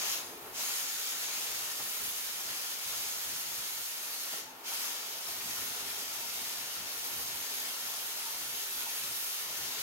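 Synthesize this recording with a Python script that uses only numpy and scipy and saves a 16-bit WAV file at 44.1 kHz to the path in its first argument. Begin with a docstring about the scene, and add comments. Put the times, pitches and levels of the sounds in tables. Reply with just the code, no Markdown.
"""An oxy-acetylene torch cuts steel plate in a workshop, a couple of metres from a stereo camera.
The turbulent oxygen jet hisses over a soft preheat flame and whistles on the plate's edge. Almost at once
the lever is eased: the hiss sinks and the flames sound hollow on the plate. The jet returns; slag flutters
and spits. Near 4 s the steelwork starts to ring, then the lever is eased again. By 5 s the whistle has
faded, and the melt sizzles in surges to the end. Throughout, the room returns most of the sound."""
import sys
import numpy as np
from scipy import signal
from scipy.fft import rfft, irfft, next_fast_len
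from scipy.io import wavfile

SR = 44100
rng = np.random.default_rng(int(sys.argv[2]) if len(sys.argv) > 2 else 0)


def file_out(sig):
    """Save sig as 16-bit WAV at sys.argv[1]."""
    # one column per channel
    cols = np.atleast_2d(sig).T
    # limit, then scale
    lim = np.clip(cols, -1, 1)
    pcm = np.round(lim * 32767).astype(np.int16)
    wavfile.write(sys.argv[1], SR, pcm)


N = 433062
SIZE = 2 * next_fast_len(N // 2 + SR // 20)
TIME, HZ = np.arange(N) / SR, np.fft.rfftfreq(SIZE, 1 / SR)


def gain_of(db):
    """Amplitude ratio of a level in decibels."""
    return 10 ** (np.asarray(db) / 20)


def unit_rms(x):
    """Normalisation to rms 1."""
    return x / np.sqrt(np.mean(x ** 2) + 1e-20)


def curves(table):
    """Linear interpolation of each column of a time table, at every sample."""
    times, *columns = np.transpose(table)
    return [np.interp(TIME, times, column) for column in columns]


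def shape(spectrum):
    """Spectral envelope: a table's gain, interpolated over log frequency."""
    hz, db = np.transpose(spectrum)
    return gain_of(np.interp(np.log(HZ + 1), np.log(hz + 1), db))


def bell(hz, width):
    """Gaussian band, half as high at the given full width."""
    return 2 ** -(2 * (HZ - hz) / width) ** 2


def response(resonances):
    """Frequency response of peaks and notches in cascade: their decibels add."""
    return gain_of(sum(db * bell(hz, width) for hz, width, db in resonances))


def white():
    """Complex Gaussian spectrum of fresh white noise."""
    return rng.standard_normal(len(HZ)) + 1j * rng.standard_normal(len(HZ))


def wave(spectrum):
    """Inverse Fourier transform to N samples."""
    return irfft(spectrum, SIZE)[..., :N]


def waver(rate_hz):
    """Random modulation: noise of rms 1, low-passed at the given rate."""
    return unit_rms(wave(white() / (1 + (HZ / rate_hz) ** 2)))


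def direct_sound(spectrum, lag_s=0.00012):
    """Path difference: sound from the cut reaches the right microphone port before the left."""
    delays = np.array([np.exp(-2j * np.pi * HZ * lag_s), np.ones(len(HZ))])
    return unit_rms(wave(spectrum * delays))


def turbulence(amplitude, colour, direct, t60, coherent_hz=1500):
    """Flow noise in a room: a direct share of the power, and a diffuse field that decays over t60."""
    decay = 1000 ** (-2 / (t60 * SR))
    room_power = signal.lfilter([1 - decay], [1, -decay], amplitude ** 2,
                                zi=[decay * amplitude[0] ** 2])[0]
    coherence = np.sinc(HZ / coherent_hz)  # a diffuse field is alike at both ports only in the bass
    shared, opposed = np.sqrt(1 + coherence) * white(), np.sqrt(1 - coherence) * white()
    diffuse = unit_rms(wave(colour * np.array([shared + opposed, shared - opposed])))
    straight = np.sqrt(direct) * amplitude * direct_sound(colour * white())
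    return straight + np.sqrt((1 - direct) * room_power) * diffuse


# resonances of the work and the corner it stands in: (frequency [Hz], width [Hz], gain [dB])
CORNER_MODES = [(76.5, 13, -1.5), (87, 9.1, -5), (136.5, 20, 4.5), (159, 16, -4), (256, 25, 3),
                (388, 120, 2), (461, 25, 3), (778, 20, 1.5), (910, 56, 2), (1170, 56, -1), (1349, 58, 3.5),
                (1443, 22, 3.5), (1610, 630, -1), (1677, 27, 2.5), (1806, 32, 3.5), (2203, 41, 2.5)]

def workshop(x, echo_db=-7.5, reach_s=.05, scatter_hz=900, dull_hz=8000, count=60):
    """Scattering: steel beams return early echoes of the shorter waves; the corner adds resonances."""
    taps = np.zeros((2, SIZE))
    delays = ((.001 + reach_s * rng.random((2, count))) * SR).astype(int)
    np.put_along_axis(taps, delays, rng.choice([-1, 1], delays.shape) / np.sqrt(count), 1)
    scattering = HZ / np.hypot(HZ, scatter_hz) / np.hypot(1, HZ / dull_hz)
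    echoes = gain_of(echo_db) * rfft(taps) * scattering
    return wave(rfft(x, SIZE) * (1 + echoes) * response(CORNER_MODES))


# hollows of the steelwork: (frequency [Hz], width [Hz], level [dB])
CAVITY_MODES = [(263.5, 16, -74), (408, 45, -73), (900, 60, -67.5), (1415, 130, -67)]

def cavities(pierced_s=3.8, deepen_s=0.65, unrest_db=5.0, pitch_drift=.018):
    """Cavity resonance: once the cut is deep, the jet excites hollows that waver in level and pitch."""
    depth = np.clip((TIME - pierced_s) / deepen_s, 1e-3, 1)
    out = np.zeros((2, N))
    for hz, width, db in CAVITY_MODES:
        amplitude = depth * gain_of(db) * unit_rms(gain_of(unrest_db * waver(4.3)))
        ring = turbulence(amplitude, bell(hz, width), direct=0.33, t60=0.14)
        warped_time = TIME + pitch_drift * np.cumsum(waver(4)) / SR
        out += np.array([np.interp(warped_time, TIME, port) for port in ring])
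    return out


# gushes of slag blown out of the cut: (start [s], duration [s], level [dB])
GUSHES = [(.22, 0.13, -68), (0.416, 0.11, -65), (1.11, 0.32, -80), (1.486, 0.16, -67.5), (1.795, 0.06, -64),
          (1.998, 0.087, -62.5), (2.15, 0.25, -73), (2.45, .055, -63), (2.854, 0.14, -66),
          (3.04, 0.16, -72), (3.25, .14, -64), (3.46, .08, -68), (3.57, .05, -64), (3.714, .12, -70.5),
          (4.41, .15, -71), (4.8, .1, -80), (5.27, 0.16, -67.5), (5.44, 0.076, -61), (5.577, .11, -63.5),
          (5.7, 0.75, -70.5), (5.81, 0.09, -68), (6.173, 0.077, -69), (6.34, 0.15, -70), (6.554, 0.11, -67),
          (6.76, 0.08, -64), (6.92, 0.096, -68.5), (7.106, 0.15, -63.5), (7.28, 0.14, -66), (7.5, .12, -74),
          (7.81, 0.062, -70), (7.98, 0.09, -74), (8.335, 0.2, -67.5), (8.745, 0.05, -67),
          (8.988, 0.13, -64), (9.14, .07, -72), (9.427, 0.11, -69), (9.57, 0.1, -63), (9.773, .06, -67)]

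def melt_flow(trickle_db=-91, uneven_db=4, rise_s=0.0073, fall_db_per_s=235, kick_db=2, kick_s=0.027):
    """Envelope of the slag flow: a trickle and gushes, incoherent sources whose powers add."""
    flow = gain_of(trickle_db + uneven_db * waver(3.4))
    for start, length, db in GUSHES:
        t = np.arange(0, length + 1, 1 / SR)
        puff_db = kick_db * np.exp(-t / kick_s)  # each gush breaks loose with a puff
        drain_db = fall_db_per_s * np.maximum(t - length, 0)
        gush = np.minimum(t / rise_s, 1) * gain_of(db + puff_db - drain_db)
        part = flow[round(start * SR):][:len(t)]
        part[:] = np.hypot(part, gush[:len(part)])
    return flow


# spectrum of the slag's flutter: (frequency [Hz], relative level [dB])
SLAG_SPECTRUM = [(15, -20), (30, -16), (48, -3), (80, 4.5), (115, -1), (180, 0), (350, -4.5), (800, -15.5),
                 (2500, -21), (9000, -48)]

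def slag(flow, trim_db=3.0, gulp_db=0.5):
    """Unsteady flow: the jet expels melt in gulps, which modulate a low noise into a flutter."""
    amplitude = flow * gain_of(trim_db + gulp_db * waver(16))
    return turbulence(amplitude, shape(SLAG_SPECTRUM), direct=0.73, t60=0.19, coherent_hz=90)


def sparks(hiss_db, flow, colour, per_s=220, spread_db=3, trim_db=-17.0):
    """Shot noise: burning droplets burst in tiny ticks, more often when much slag is flying."""
    strength = gain_of(spread_db * np.minimum(rng.exponential(1, N), 2))
    chance = unit_rms(np.sqrt(flow)) * per_s / SR
    ticks = strength * (rng.random(N) < chance) * rng.choice([-1, 1], N)
    return gain_of(hiss_db + trim_db) * direct_sound(rfft(ticks, SIZE) * colour)


# blobs of melt blown clear: (start [s], level [dB], duration [s], pitch [Hz], width [Hz])
BLOBS = [(0.592, -53, .02, 760, 700), (1.602, -57, 0.013, 700, 900), (1.796, -47.5, 0.009, 750, 1200),
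         (2.003, -51, 0.009, 1150, 1100), (2.032, -63, 0.035, 280, 260), (2.921, -49.5, 0.016, 1300, 550),
         (4.324, -52, 0.024, 660, 800), (4.358, -59.5, 0.046, 434, 400), (4.716, -49.5, 0.0081, 810, 800),
         (4.847, -54, 0.015, 1350, 700), (5.286, -51.5, 0.0087, 700, 1000),
         (5.406, -47.5, 0.01, 2350, 1200), (5.474, -55, 0.02, 1000, 700), (5.568, -49, 0.017, 1280, 600),
         (5.615, -51, .008, 1300, 1700), (7.861, -55, 0.076, 850, 700), (8.861, -50.5, 0.019, 910, 200)]

def splutters(rise_s=0.0015, fall_db_per_s=750, bass_hz=170, room_db=-9, t60=0.25):
    """Pressure release: a blob chokes the cut and bursts out with a pop, pitched by the gap it leaves."""
    out, t = np.zeros((2, N)), TIME[:SR // 3]
    hz = np.fft.rfftfreq(len(t), 1 / SR)
    for start, db, length, pitch_hz, width in BLOBS:
        colour = 2 ** -(2 * (hz - pitch_hz) / width) ** 2 * hz ** 2 / (hz ** 2 + bass_hz ** 2)
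        noises = rng.standard_normal((3, len(t)))
        puff, *echoes = [unit_rms(irfft(rfft(noise) * colour, len(t))) for noise in noises]
        after = np.maximum(t - length, 0)
        burst = np.minimum(t / rise_s, 1) * gain_of(-fall_db_per_s * after)
        tail = np.minimum(t / length, 1) * gain_of(room_db - 60 * after / t60)
        pop = unit_rms(puff * burst) * np.sqrt(np.mean(burst ** 2)) + tail * np.array(echoes)
        part = out[:, round(start * SR):][:, :len(t)]
        part += gain_of(db) * pop[:, :part.shape[1]]
    return out


# surges of sizzling metal: (centre time [s], duration [s], level [dB])
SURGES = [(2.25, .12, -54), (5.637, .06, -47), (6.18, .1, -56), (6.44, .1, -56), (7.15, .13, -54),
          (7.4, .06, -53), (7.58, 0.15, -48), (7.86, .05, -52), (8.04, .11, -50), (8.3, .13, -54),
          (8.6, 0.11, -50), (8.79, .15, -47), (9.04, .05, -53), (9.2, .06, -49.5), (9.34, .08, -54),
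          (9.62, .08, -62)]

def sizzle(drop_db, hz=11650, width_hz=1500, unrest_db=2):
    """Amplitude-modulated band noise: melt deep in the cut sizzles in restless surges."""
    surges = sum(gain_of(db) * 2 ** -(2 * (TIME - centre) / length) ** 2 for centre, length, db in SURGES)
    amplitude = surges * gain_of(drop_db + unrest_db * waver(22)) + 1e-9
    return turbulence(amplitude, bell(hz, width_hz), direct=0.38, t60=.15)


# roar of the preheat flame: (time [s], level [dB])
FLAME_LEVEL = [(0, -46), (.28, -49.5), (.5, -49), (.6, -49.5), (1.0, -53), (1.4, -49.5), (2.25, -53.5),
               (2.5, -50), (2.7, -53.3), (2.84, -52), (2.88, -50), (3.35, -53), (4.05, -53.5), (4.35, -53),
               (4.58, -51.5), (4.72, -50), (5.2, -50.5), (5.55, -51), (7.6, -50.5), (8.28, -52.5),
               (8.36, -52), (8.7, -53), (9.05, -52.5), (9.35, -53), (9.5, -51), (9.82, -51)]
# the flame spreading on the plate: (time [s], level [dB])
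BOOM_LEVEL = [(.15, -84), (.25, -61), (.35, -54), (.42, -61), (.52, -59), (.62, -80)]
# spectrum of the roar: (frequency [Hz], relative level [dB])
FLAME_SPECTRUM = [(25, -62), (60, -46), (100, -19), (140, -9), (250, -2.5), (420, -1), (650, 3.5),
                  (900, 4.5), (1500, -1), (2500, -3), (5000, -12), (9000, -23), (15500, -7.5)]

def flame(trim_db=0.46, flicker_db=1.07, boom_hz=395, boom_width_hz=200):
    """Combustion noise: the flames roar softly, and sound hollow as they spread on unpierced plate."""
    flicker = gain_of(flicker_db * waver(43))
    spreading = flicker * gain_of(curves(BOOM_LEVEL)[0])
    burning = flicker * gain_of(curves(FLAME_LEVEL)[0] + trim_db)
    boom = turbulence(spreading, bell(boom_hz, boom_width_hz), direct=0.28, t60=0.16)
    roar = turbulence(burning, shape(FLAME_SPECTRUM), direct=0.21, t60=0.26, coherent_hz=1180)
    return boom + roar


# the jet on the plate's edge, fading as the cut deepens: (time [s], hiss [dB], whistle [dB])
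EDGE_LEVELS = [(0, -48, -58), (.12, -55, -48), (.75, -47.5, -53.5), (1.3, -50, -56), (1.9, -53, -68),
               (2.6, -54, -73), (3.05, -53.5, -52), (4.3, -56, -76), (4.8, -60, -58), (5.2, -70, -76)]

def edge_tone(drop_db, whistle_hz=6622, whistle_width_hz=55, hiss_hz=7000, hiss_width_hz=1700):
    """Edge tone: split by the plate's edge, the jet sings a breathy whistle over a sharp hiss."""
    hiss_db, whistle_db = curves(EDGE_LEVELS) + drop_db
    hiss = turbulence(gain_of(hiss_db), bell(hiss_hz, hiss_width_hz), direct=.35, t60=0.22)
    whistle = turbulence(gain_of(whistle_db), bell(whistle_hz, whistle_width_hz), direct=0.89, t60=.2)
    return hiss + whistle


# easings of the oxygen lever: (eased [s], pressed again [s], hiss depth [dB], fizz depth [dB])
DROPOUTS = [(0.142, 0.524, -23.5, -14.5), (4.377, 4.626, -24, -17.5)]

def lever(hiss_bleed_s=0.14, fizz_bleed_s=0.042, hiss_open_s=0.043, fizz_open_s=0.078):
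    """Exponential relaxation: the drop of hiss and fizz, in dB, as the eased lever lets oxygen bleed off."""
    drop_db = np.zeros((2, N))
    for eased, pressed, hiss_db, fizz_db in DROPOUTS:
        since = np.maximum(TIME - eased, 0)
        hiss_shut = np.clip(1 - (TIME - pressed) / hiss_open_s, 0, 1) ** 2
        fizz_shut = np.clip(1 - (TIME - pressed) / fizz_open_s, 0, 1) ** 2
        drop_db[0] += hiss_db * hiss_shut * (1 - np.exp(-since / hiss_bleed_s))
        drop_db[1] += fizz_db * fizz_shut * (1 - np.exp(-since / fizz_bleed_s))
    return drop_db


def shimmer(x, depth_db, patch_hz, patch_s, frame=1024, hop=256):
    """Spectral modulation: random bands swell and fade, each in its own time."""
    bands = signal.stft(x, nperseg=frame, noverlap=frame - hop)[2]
    patches = rng.standard_normal(bands.shape[1:])
    for axis, span in enumerate([patch_hz * frame / SR, patch_s * SR / hop]):
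        kernel = np.exp(-(2 * np.arange(-60, 61) / span) ** 2)
        patches = signal.fftconvolve(patches, np.expand_dims(kernel, 1 - axis), "same")
    bands *= gain_of(depth_db * unit_rms(patches))
    return signal.istft(bands, nperseg=frame, noverlap=frame - hop)[1][:, :N]


# the cutting oxygen with the lever held down: (time [s], level [dB])
JET_LEVEL = [(0, -37.5), (.1, -36.5), (.17, -37.3), (.56, -38.5), (.65, -39.5), (.71, -37.5), (.87, -40.5),
             (1.3, -39.5), (1.85, -42), (2.35, -41.8), (2.58, -41), (2.83, -42.5), (2.88, -40.6),
             (3.08, -41), (3.97, -43.5), (4.35, -42), (4.67, -40.5), (4.86, -39.5), (4.92, -41.5),
             (5.2, -44.5), (5.3, -41.5), (5.4, -43), (5.47, -41), (5.8, -42), (6.5, -41.5), (6.8, -43),
             (7.28, -42.6), (7.55, -41), (8.14, -42.5), (8.21, -41), (8.28, -42), (8.8, -41), (9.2, -41.5),
             (9.45, -41.5), (9.82, -40)]
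# the treble relative to that level: (time [s], level [dB])
FIZZ_LEVEL = [(0, -4), (.1, -2), (.17, 1), (.58, -0.5), (.8, 0.5), (1.3, -1.5), (2.05, 2.5), (2.3, 0.7),
              (2.6, -0.5), (3.6, 1.5), (4.85, 0), (5.0, -3), (5.17, -0.7), (5.62, 0.5), (5.85, -1),
              (6.4, -1), (6.8, -.7), (7.2, 1.5), (7.6, 0), (8.05, 0.5), (8.5, 0), (9.22, 1.5), (9.6, -1.5)]
# spectrum of the jet: (frequency [Hz], relative level [dB])
JET_SPECTRUM = [(40, -70), (150, -49), (600, -19.5), (1200, -2.5), (2000, -1.05), (3100, 2), (4000, -0.05),
                (6000, -0.5), (8000, -2), (10500, -2.5), (13000, -2.5), (15500, -4.5)]

def jet(drop_db, hiss_trim_db=-0.88, flutter_db=0.75, fizz_flutter_db=0.45, split_hz=8300):
    """Turbulent jet noise: the oxygen hisses and its finest eddies fizz; the colour shimmers slightly."""
    coarse, fine = gain_of(curves(JET_LEVEL)[0] + drop_db + flutter_db * waver(33))
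    colour = shape(JET_SPECTRUM)
    low_share = 1 / (1 + (HZ / split_hz) ** 12)
    hiss = turbulence(coarse * gain_of(hiss_trim_db), colour * np.sqrt(low_share), direct=0.3, t60=0.22)
    brightness = gain_of(curves(FIZZ_LEVEL)[0] + fizz_flutter_db * waver(16))
    fizz = turbulence(fine * brightness, colour * np.sqrt(1 - low_share), direct=0.38, t60=0.19)
    return shimmer(hiss + fizz, depth_db=1.0, patch_hz=300, patch_s=.08)


def scene():
    """Superposition: the sounds of gas and molten metal add in the workshop."""
    drop_db, flow = lever(), melt_flow()
    hiss_drop_db = drop_db[0]
    hiss_db = curves(JET_LEVEL)[0] + hiss_drop_db
    gas = jet(drop_db) + edge_tone(hiss_drop_db) + flame() + cavities()
    metal = sizzle(hiss_drop_db) + slag(flow) + splutters() + sparks(hiss_db, flow, shape(JET_SPECTRUM))
    return workshop(gas + metal)


# peaks and notches of each microphone port: (frequency [Hz], width [Hz], gain [dB])
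LEFT_PORT = [(1240, 2600, 1.35), (5200, 2600, 5), (6490, 430, 4.5), (7820, 890, -4), (12500, 3400, 3)]
RIGHT_PORT = [(1900, 3500, -0.5), (4970, 3400, 1), (9200, 1100, -2.5), (12040, 2300, 7.5)]

def record(dry, cutoff_hz=15850):
    """Linear filtering: each port colours the sound in its own way, then a low-pass limits the band."""
    heard = wave(rfft(dry, SIZE) * np.array([response(LEFT_PORT), response(RIGHT_PORT)]))
    low_pass = signal.firwin(1023, cutoff_hz, window=("kaiser", 9), fs=SR)
    return signal.oaconvolve(heard, low_pass[None], "same")


dry = scene()
out = record(dry)
file_out(out)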